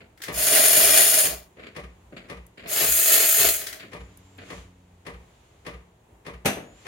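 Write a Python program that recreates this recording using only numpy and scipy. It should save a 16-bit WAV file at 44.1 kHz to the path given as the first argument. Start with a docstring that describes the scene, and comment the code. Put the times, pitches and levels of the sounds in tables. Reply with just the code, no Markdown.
"""In a kitchen, close by, an espresso machine's steam wand is purged twice into an empty steel pitcher.
Each blast is shaped noise: a hiss at the nozzle, a rush on the steel and the pitcher's hollow resonances.
The valve seeps throughout and whistles thinly after the second blast; the pump knocks about twice a second.
Fingers work the knob and, at the end, the pitcher lands on the machine: noise bursts with steel modes.
Soft room noise lies under it all, and a faint low drone comes and sinks away."""
import sys
import numpy as np
from scipy import signal
from scipy.fft import rfft, irfft, next_fast_len
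from scipy.io import wavfile
from scipy.ndimage import uniform_filter1d

SR = 44100
rng = np.random.default_rng(int(sys.argv[2]) if len(sys.argv) > 2 else 0)


def inscribe(sig):
    """Save sig as 16-bit PCM at rate SR to the path in sys.argv[1].

    A 1-D sig is mono; a 2-D sig holds one channel per row.
    Samples are clipped to [-1, 1] before scaling.
    """
    pcm = np.round(np.clip(np.atleast_2d(sig).T, -1, 1) * 32767)
    wavfile.write(sys.argv[1], SR, pcm.astype(np.int16))


N = 302967
TIME = np.arange(N) / SR

# Spectra give relative colour only: each coloured noise is then scaled to rms 1.
# room noise spectrum: f/Hz, level/dB
KITCHEN_COLOUR = [(21, -30.5), (35, -8), (52, 3.5), (95, 1), (205, -11.5), (233, -8.5), (272, -12),
                  (431, -9.5), (503, -12.5), (819, -13.5), (930, -13.5), (1300, -22.5), (2460, -26.5),
                  (4920, -43.5), (7420, -33.5), (16000, -40.5)]
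ROOM_DB = -58
# a faint low drone that sinks in pitch; its overtones fade as it goes
DRONE_START_S, DRONE_LENGTH_S, DRONE_DB = 3.6, 1.73, -53.5
DRONE_HZ, DRONE_SAG_HZ_PER_S2, DRONE_DULLING_DB_PER_S = 95.4, 3.8, 4.5

SEEP_DB = -73.5  # steady leak of the valve
# surges of the leak: middle t/s, half length/s, level/dB
SEEP_SURGES = [(1.898, 0.87, -79), (4.15, 0.5, -67.5), (4.542, 0.087, -52), (5.4, 0.32, -70.5),
               (6.87, 0.13, -58)]
# leak spectrum: f/Hz, level/dB
SEEP_COLOUR = [(1470, -3), (2500, -2.5), (3310, -3.5), (5310, -12), (7190, -4.5), (8020, -17.5),
               (8870, -12.5), (11900, -24), (13600, -25), (15000, -28), (16000, -32.5)]
# thin whistles of the leak, gliding up: start t/s, length/s, start f/Hz, end f/Hz, level/dB
WHISTLES = [(3.96, .17, 6950, 7150, -69), (4.2, .2, 7220, 7550, -69), (6.6, .25, 6620, 7400, -64.5)]

# fingers on the valve knob: t/s, relative level/dB, treble/dB
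KNOB = [(0.004, -43, -1), (1.567, -41.5, -10), (1.593, -39.5, -4), (1.629, -38.5, -0.5), (1.667, -42, 4),
        (2.122, -37, -19), (2.164, -39.5, 5.5), (2.243, -45, -3), (2.573, -43, 3.5), (2.594, -43.5, 5),
        (2.633, -41.5, 0), (2.658, -39, 3.5), (3.796, -43, 12.5), (3.829, -37.5, -2), (4.381, -41, 2),
        (4.413, -39, -3)]
# knob spectrum: f/Hz, level/dB
KNOB_COLOUR = [(59, -50.5), (100, -10), (189, -4.5), (662, -7), (910, -28), (1010, -15.5), (2270, -7),
               (3700, -18.5), (4670, -20), (6020, -42.5), (6990, -27), (7940, -36), (16000, -47)]

# spits of condensate at the nozzle: t/s, level/dB, treble/dB
SPITS = [(0.175, -48, 0.5), (.202, -32, -18), (0.218, -38.5, 11.5), (0.236, -30.5, 5.5), (0.337, -57, 10),
         (2.694, -39, 9), (3.612, -32.5, 5), (3.667, -32, 10.5), (3.727, -36.5, 9)]
# spit spectrum: f/Hz, level/dB
SPIT_COLOUR = [(180, -52.5), (300, -15), (978, -20.5), (1900, -4), (2650, -16.5), (3290, -13),
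               (8220, -18.5), (10600, -18), (16000, -21)]

# pump pulses: t/s, level/dB
PUMP_PULSES = [(.281, -28.5), (.766, -32.5), (1.25, -31.5), (1.763, -30.5), (2.297, -32), (2.817, -29.5),
               (3.383, -31.5), (3.931, -31), (4.5, -32.5), (5.064, -32.5), (5.663, -31.5), (6.263, -31.5),
               (6.864, -30)]
# piston blows within a pulse: t after the knock/s, relative level/dB, treble/dB, rise/s
PISTON_BLOWS = [(-.015, -5.5, -2, .011), (0, -2.5, 2.5, .003), (.017, -4, -6, .003), (.03, -7, -6, .002),
                (.072, -10, -3, .002)]
# piston spectrum: f/Hz, level/dB
PUMP_COLOUR = [(71, -39), (120, -10), (184, -13), (236, -18), (321, -15), (473, -11), (856, -19),
               (1190, -10), (1370, -21.5), (1980, -12.5), (3110, -20.5), (3660, -23.5), (8140, -36),
               (8840, -30), (16000, -47)]
# modes of the casing: f/Hz, relative level/dB, t60/s
CASING_MODES = [(177.6, -5, 0.56), (470, -1.5, 0.26), (586.3, -3, 0.16), (927, -8, 0.12),
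                (1201, -8.5, 0.18), (1980, -6, .2), (2450, -9, 0.33)]
# the frame's boom swells after each knock, then dies; its level is relative to the pulse
BOOM_HZ, BOOM_DB, BOOM_RISE_S, BOOM_T60_S = 61, -6.5, .09, .31

# steam blasts: valve opens t/s, time to half strength/s, valve shuts t/s, level before balance/dB,
# sag while open/dB per s, fall once shut/dB per s
BLASTS = [(.312, .29, 1.258, -9.5, 7.5, 224.5), (2.668, 0.11, 3.483, -16.8, 0, 144)]
# pitcher hollow in each blast, swelling when the steam is wet: t/s, level before balance/dB
HOLLOW_LEVEL = [
    [(0.33, -53), (0.354, -43.5), (0.544, -29.5), (0.684, -32), (0.694, -33.5), (0.912, -28),
     (0.928, -31.5), (0.976, -29.5), (1.12, -34.5), (1.178, -34), (1.338, -41.5), (1.48, -69)],
    [(2.64, -60), (2.658, -46), (2.698, -47.5), (2.788, -32), (2.882, -35.5), (2.924, -45), (3.186, -33.5),
     (3.256, -34), (3.32, -43.5), (3.466, -29.5), (3.54, -47), (3.8, -56.5)],
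]
# resonances of wand and nozzle: f/Hz, width/Hz, lift in first blast/dB, lift in second blast/dB
NOZZLE = [(2490, 900, -1.5, 0.5), (4070, 700, -2.5, 0), (6900, 510, 3.5, 0.5), (7160, 820, 2.5, 3),
          (8790, 320, 8, 7.5), (9510, 870, 10.5, -0.5), (10540, 880, 10.5, 0), (11530, 330, 10, 13),
          (12350, 400, 11, 2.5), (15000, 1600, 5, 5)]
# air resonances of the pitcher: f/Hz, width/Hz, lift in first blast/dB, lift in second blast/dB
PITCHER_AIR = [(330, 80, -0.5, 0.5), (420, 98, 8, 12.5), (613, 70, 15.5, 14), (674.6, 92, 13.5, 14),
               (772, 23, 11, 9.5)]
# spectrum of the hiss at the nozzle: f/Hz, level/dB
JET_COLOUR = [(4500, -28.5), (5800, -16), (6500, 5.5), (8000, -2.5), (9500, 1.5), (13000, 0), (15700, 1)]
# spectrum of the rush on the steel: f/Hz, level/dB
RUSH_COLOUR = [(500, -42), (850, -11), (938, -27), (1220, -8.5), (2140, 0.5), (2540, -1.5), (2850, 0.5),
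               (3070, -3.5), (3470, -1), (3760, -5.5), (4360, -0.5), (4620, -4.5), (5310, -1.5), (5670, -9),
               (6000, -7.5), (7800, -37.5), (13200, -120)]
# spectrum of the blown hollow: f/Hz, level/dB
HOLLOW_COLOUR = [(70, -22), (110, -7), (200, -11), (300, -3.5), (600, -7), (800, -7.5), (1100, -3.5),
                 (2000, -32.5)]
# stereo placing of the steam: f/Hz, left minus right level/dB
STEAM_SIDE = [(60, -16.5), (110, 2), (200, 1), (380, -3.0), (700, -7), (1290, 11), (2380, -1), (4400, 7.5),
              (8120, -0.5), (15000, 2.5)]
JET_DB, RUSH_DB, HOLLOW_DB = 0.98, -1, 1  # balance of the three steam sounds
VALVE_CURVE = 1.37  # the gap widens slowly at first, as this power of time
VALVE_SHUT_S = 0.03  # how gradually the knob shuts
RUSH_WET_SHARE = 0.47  # how far the rush follows the hollow rather than the jet
HOLLOW_LAG_S = .00033  # the hollow reaches the right microphone late

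# small sharp ticks: t/s, relative level/dB
TICKS = [(2.4658, -31), (4.173, -28), (4.3779, -38)]
# tick spectrum: f/Hz, level/dB
TICK_COLOUR = [(3000, -35), (7000, -6), (9500, -2), (12500, 1), (16000, -13)]

# the pitcher lands and rocks: t/s, level/dB, treble/dB
LANDING = [(6.448, -22, -13), (6.4557, -16.5, 3), (6.475, -21.5, -4.5), (6.568, -25.5, -22),
           (6.704, -56, -10)]
# landing spectrum: f/Hz, level/dB
LANDING_COLOUR = [(47, -44), (80, -9), (431, -6), (702, -2), (785, -7), (980, -10.5), (1860, -7),
                  (2270, -7), (2660, -6.5), (5170, -19.5), (5900, -19), (8050, -16), (10000, -14.5),
                  (14600, -20), (16000, -41)]
# modes of the pitcher and the steel top: f/Hz, relative level/dB, t60/s
STEEL_MODES = [(205, 9, .22), (255, 5.5, .2), (432, 4, .25), (645, 3, .25), (782, 2, .25), (1373, -9, .22),
               (1922, -3, .25), (2751, -3, .2), (4091, -15, .3), (5448, -13, .24), (5744, -11, .3),
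               (6072, 0, .3), (6135, -3, .25), (10004, -6, .25)]

KNOCK_LAG_S = 8 / SR  # the machine's knocks reach the right microphone late
TOP_HZ = 16000  # upper edge of the finished sound


def amp(db):
    """Decibels to gain."""
    return 10 ** (np.asarray(db) / 20)


def curve(rows):
    """Join (t/s, value) points by straight lines in time."""
    return np.interp(TIME, *np.transpose(rows))


def along(points, hz):
    """Read (f/Hz, value) points on a log-frequency axis."""
    f, value = np.transpose(points)
    return np.interp(np.log(hz + 1), np.log(f), value)


def unit(x):
    """Scale a stereo pair so that its middle has rms 1."""
    return x / np.sqrt(np.mean(x.mean(0) ** 2))


def colour(x, points, peaks=(), side=None):
    """Filter a pair by a spectrum, resonant lifts and a left-right tilt."""
    hz = np.fft.rfftfreq(x.shape[1], 1 / SR)
    db = along(points, hz)
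    for f, width, lift in peaks:
        db = db + lift / (1 + ((hz - f) / (width / 2)) ** 2)
    if side is not None:
        db = db + np.outer([.5, -.5], along(side, hz))
    return unit(irfft(rfft(x) * amp(db), x.shape[1]))


def noise(size, split_hz=500, likeness=0.16):
    """Noise at two close microphones: alike in the bass, less so above."""
    hz = np.fft.rfftfreq(size, 1 / SR)
    alike = likeness + (1 - likeness) / (1 + (hz / split_hz) ** 4)
    alike = np.clip(alike, 0, .995)
    mid, side = rfft(rng.standard_normal((2, size)))
    shared = mid * np.sqrt(1 + alike)
    opposed = np.outer([1, -1], side * np.sqrt(1 - alike))
    return irfft(shared + opposed, size)


def hiss(points, peaks=(), side=None, drive=1, likeness=0.069):
    """Coloured noise for the whole scene, its source scaled by drive."""
    size = next_fast_len(N)
    source = noise(size, likeness=likeness)[:, :N] * drive
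    padded = np.pad(source, ((0, 0), (0, size - N)))
    return colour(padded, points, peaks, side)[:, :N]


def walk(rate, size=N):
    """Slow chance with a spread near 1, drawn afresh at rate per second and smoothed."""
    k = max(int(SR / rate), 1)
    steps = np.repeat(rng.standard_normal(size // k + 1), k)
    return 1.3 * uniform_filter1d(steps, k)[:size]


def arch(start, length):
    """Progress 0-1 through an event, and a rounded gain that is silent outside it."""
    progress = np.clip((TIME - start) / length, 0, 1)
    return progress, np.sqrt(4 * progress * (1 - progress))


def right_late(x, s):
    """Delay the right microphone of a pair."""
    return np.array([x[0], np.interp(TIME - s, TIME, x[1])])


def add(out, s, sound):
    """Mix a sound in at a time."""
    i = max(int(s * SR), 0)
    out[:, i:i + sound.shape[1]] += sound[:, :max(N - i, 0)]


def blow(points, treble_db, t60, room_db, room_t60, pan_db=0, rise=0.0024):
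    """Dense modes of a struck thing and the kitchen's tail; the treble dies first."""
    t = TIME[:SR // 2]
    hz = np.fft.rfftfreq(len(t), 1 / SR)
    treble = amp(along([(500, 0.0017), (5000, treble_db)], hz))
    spectrum = rfft(colour(noise(len(t)), points)) * treble
    bands, out = np.geomspace(150, 14000, num=5), 0
    for centre, share in zip(bands, np.eye(len(bands))):
        # both decay times hold at 1 kHz and shorten as the band rises
        age = np.log(1000) * t * (centre / 1000) ** 0.19
        fade = np.exp(-age / t60) + amp(room_db) * np.exp(-age / room_t60)
        band = irfft(spectrum * along(np.c_[bands, share], hz), len(t))
        out = out + band * fade
    attack = 1 - np.exp(-t / rise)
    return out * attack * amp([[pan_db / 2], [-pan_db / 2]])


def ring(modes):
    """Decaying modes; the higher ones reach the two microphones out of step."""
    t, out = TIME[:SR // 2], 0
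    for hz, db, t60 in modes:
        phase = rng.uniform(-1, 1, (2, 1)) * min(hz / 2000, 1)
        fade = np.exp(-np.log(1000) * t / t60)
        out = out + amp(db) * fade * np.sin(2 * np.pi * hz * t + phase)
    return out


def kitchen(waver_db=2.5):
    """Soft room noise, and a drone of three harmonics that comes and sinks away."""
    room = hiss(KITCHEN_COLOUR) * amp(ROOM_DB + 1.2 * walk(6.6))
    progress, gain = arch(DRONE_START_S, DRONE_LENGTH_S)
    age = progress * DRONE_LENGTH_S
    hz = (DRONE_HZ - DRONE_SAG_HZ_PER_S2 * age ** 2) * (1 + 0.0071 * walk(11))
    phase = 2 * np.pi * np.cumsum(hz) / SR
    drone = 0
    for k in range(3):
        level_db = waver_db * walk(7) - k * DRONE_DULLING_DB_PER_S * age
        drone = drone + amp(level_db) * np.sin((k + 1) * phase)
    return room + amp(DRONE_DB) * gain ** 2 * drone


def seep(waver=0.0037, flicker_db=2):
    """The valve leaks a little steam throughout, a hiss that surges, with thin whistles after the second blast."""
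    leak = amp(SEEP_DB)
    for s, half, db in SEEP_SURGES:
        leak = leak + amp(db) * np.exp(-((TIME - s) / half) ** 2)
    out = hiss(SEEP_COLOUR) * leak
    unsteady, flicker = 1 + waver * walk(150), amp(flicker_db * walk(56))
    for s, length, start_hz, end_hz, db in WHISTLES:
        progress, gain = arch(s, length)
        hz = start_hz + (end_hz - start_hz) * np.sin(np.pi / 2 * progress) ** 2
        tone = np.sin(2 * np.pi * np.cumsum(hz * unsteady) / SR)
        out = out + amp(db) * gain * flicker * tone
    return out


def fingers(grit_db=2.0):
    """Fingers catch and slip on the knob: short noise bursts roughened by fast level chance."""
    out = np.zeros((2, N))
    for s, db, treble_db in KNOB:
        scrape = blow(KNOB_COLOUR, treble_db, t60=.16, room_db=-8, room_t60=.5, pan_db=1.2, rise=.003)
        grit = amp(grit_db * walk(290, size=scrape.shape[1]))
        add(out, s, amp(db - 5.0) * scrape * grit)
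    return out


def spits():
    """Condensate spits from the nozzle around the valve's opening and shutting, as brief noise bursts."""
    out = np.zeros((2, N))
    for s, db, treble_db in SPITS:
        spit = blow(SPIT_COLOUR, treble_db, t60=0.026, room_db=-11.5, room_t60=0.41, pan_db=3.0)
        add(out, s, amp(db) * spit)
    return out


def pump(scatter_db=1.7, slack_s=.0008):
    """Each pulse is a few piston blows on the casing, then a boom as the frame takes up the shaking."""
    casing, out = ring(CASING_MODES), np.zeros((2, N))
    blows = []
    for lag, db, treble_db, rise in PISTON_BLOWS:
        sound = blow(PUMP_COLOUR, treble_db, t60=0.093, room_db=-10.0, room_t60=0.49, pan_db=2.5, rise=rise)
        blows.append((lag, amp(db) * sound))
    t = TIME[:SR // 2]
    dying = np.exp(-np.log(1000) * (t - BOOM_RISE_S) / BOOM_T60_S)
    shaking = np.minimum((t / BOOM_RISE_S) ** 2, dying)
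    boom = amp(BOOM_DB) * shaking * np.sin(2 * np.pi * BOOM_HZ * t) * np.ones((2, 1))
    for s, db in PUMP_PULSES:
        # the blows never fall quite alike
        chances = rng.standard_normal((len(blows), 2))
        for (lag, sound), (late, hard) in zip(blows, chances):
            add(out, s + lag + slack_s * late, amp(db - 3.5 + scatter_db * hard) * sound)
        add(out, s + 0.018, amp(db - 7.5) * casing)
        add(out, s, amp(db) * boom)
    return out


def valve(opens, opening_s, shuts, db, sag, fall):
    """Jet strength: builds as the knob turns, sags with the boiler's pressure, dies as the wand empties."""
    age = np.maximum(TIME - opens, 0)
    gap = (age / opening_s) ** VALVE_CURVE
    since_shut = VALVE_SHUT_S * np.logaddexp(0, (TIME - shuts) / VALVE_SHUT_S)
    return gap / (1 + gap) * amp(db - sag * age - fall * since_shut)


def panels(x, wet_db=0.8):
    """Steel panels and the counter return the jet within milliseconds, combing each microphone differently."""
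    t = TIME[:4096]
    echo = rng.standard_normal((2, len(t))) * np.exp(-t / .02) * (t > .001)
    echo *= amp(wet_db) / np.sqrt(np.sum(echo ** 2, axis=1, keepdims=True))
    echo[:, 0] = 1  # direct sound
    return unit(signal.oaconvolve(x, echo, axes=1)[:, :N])


def blast(strength, hollow_level, nozzle, air,
          flutter_db=0.63, sputter_db=2, drops_db=0.5, hollow_flutter_db=0.6):
    """A jet roughened by droplets hisses at the nozzle, rushes on the steel and blows the pitcher's hollow."""
    flow = amp(flutter_db * walk(45) + sputter_db * walk(350) + drops_db * walk(2500))
    sounding = (TIME >= hollow_level[0][0]) & (TIME <= hollow_level[-1][0])
    # a 10 ms slope softens both ends; abs guards the power below from rounding
    wet = amp(curve(hollow_level)) * np.abs(uniform_filter1d(sounding * 1., size=441))

    # the nozzle's resonances stand out only as the valve opens wide
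    opening = np.sqrt(strength / strength.max())
    resonant = hiss(JET_COLOUR, nozzle, STEAM_SIDE, flow, likeness=0.68)
    plain = hiss(JET_COLOUR, drive=flow)
    jet = panels(np.sqrt(opening) * resonant + np.sqrt(1 - opening) * plain)

    rush = panels(hiss(RUSH_COLOUR, nozzle, STEAM_SIDE, flow, likeness=.7))
    rush_strength = strength ** (1 - RUSH_WET_SHARE) * wet ** RUSH_WET_SHARE

    hollow_flow = flow * amp(hollow_flutter_db * walk(40))
    hollow = hiss(HOLLOW_COLOUR, air, STEAM_SIDE, hollow_flow, likeness=.85)
    hollow = unit(right_late(hollow, HOLLOW_LAG_S))

    out = amp(JET_DB) * jet * strength
    out += amp(RUSH_DB) * rush * rush_strength
    return out + amp(HOLLOW_DB) * hollow * wet


def steam():
    """Two purges, each with its own valve movement and its own lifts of the nozzle and pitcher resonances."""
    out = np.zeros((2, N))
    for k, (row, hollow_level) in enumerate(zip(BLASTS, HOLLOW_LEVEL)):
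        nozzle = [(hz, width, lifts[k]) for hz, width, *lifts in NOZZLE]
        air = [(hz, width, lifts[k]) for hz, width, *lifts in PITCHER_AIR]
        out += blast(valve(*row), hollow_level, nozzle, air)
    return out


def ticks():
    """Small sharp ticks: bright noise bursts that die very fast."""
    out = np.zeros((2, N))
    for s, db in TICKS:
        tick = blow(TICK_COLOUR, 0, t60=0.016, room_db=-23.5, room_t60=0.22, rise=0.00057)
        add(out, s, amp(db - 12.5) * tick)
    return out


def landing():
    """The pitcher lands and rocks on the machine's top: noise bursts, with ringing steel modes."""
    out, steel = np.zeros((2, N)), ring(STEEL_MODES)
    for s, db, treble_db in LANDING:
        thud = blow(LANDING_COLOUR, treble_db, t60=0.063, room_db=-10, room_t60=0.45, pan_db=2.0, rise=0.004)
        add(out, s, amp(db) * thud)
        # the brighter and louder the contact, the more the steel rings
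        add(out, s, amp(db - 18 + treble_db) * steel)
    return out


def scene():
    """The machine's body stands a little to the left, so its knocks reach the right microphone late."""
    body = fingers() + pump() + ticks() + landing()
    return kitchen() + seep() + right_late(body, KNOCK_LAG_S) + spits() + steam()


def record(dry):
    """Thin the deepest bass, round rare peaks and cut the top steeply."""
    high_pass = signal.butter(4, 40, "highpass", fs=SR, output="sos")
    thin = signal.sosfilt(high_pass, dry)
    rounded = 1.15 * np.tanh(thin / 1.15)
    low_pass = signal.ellip(12, .1, 80, TOP_HZ, fs=SR, output="sos")
    return signal.sosfilt(low_pass, rounded)


dry = scene()
out = record(dry)
inscribe(out)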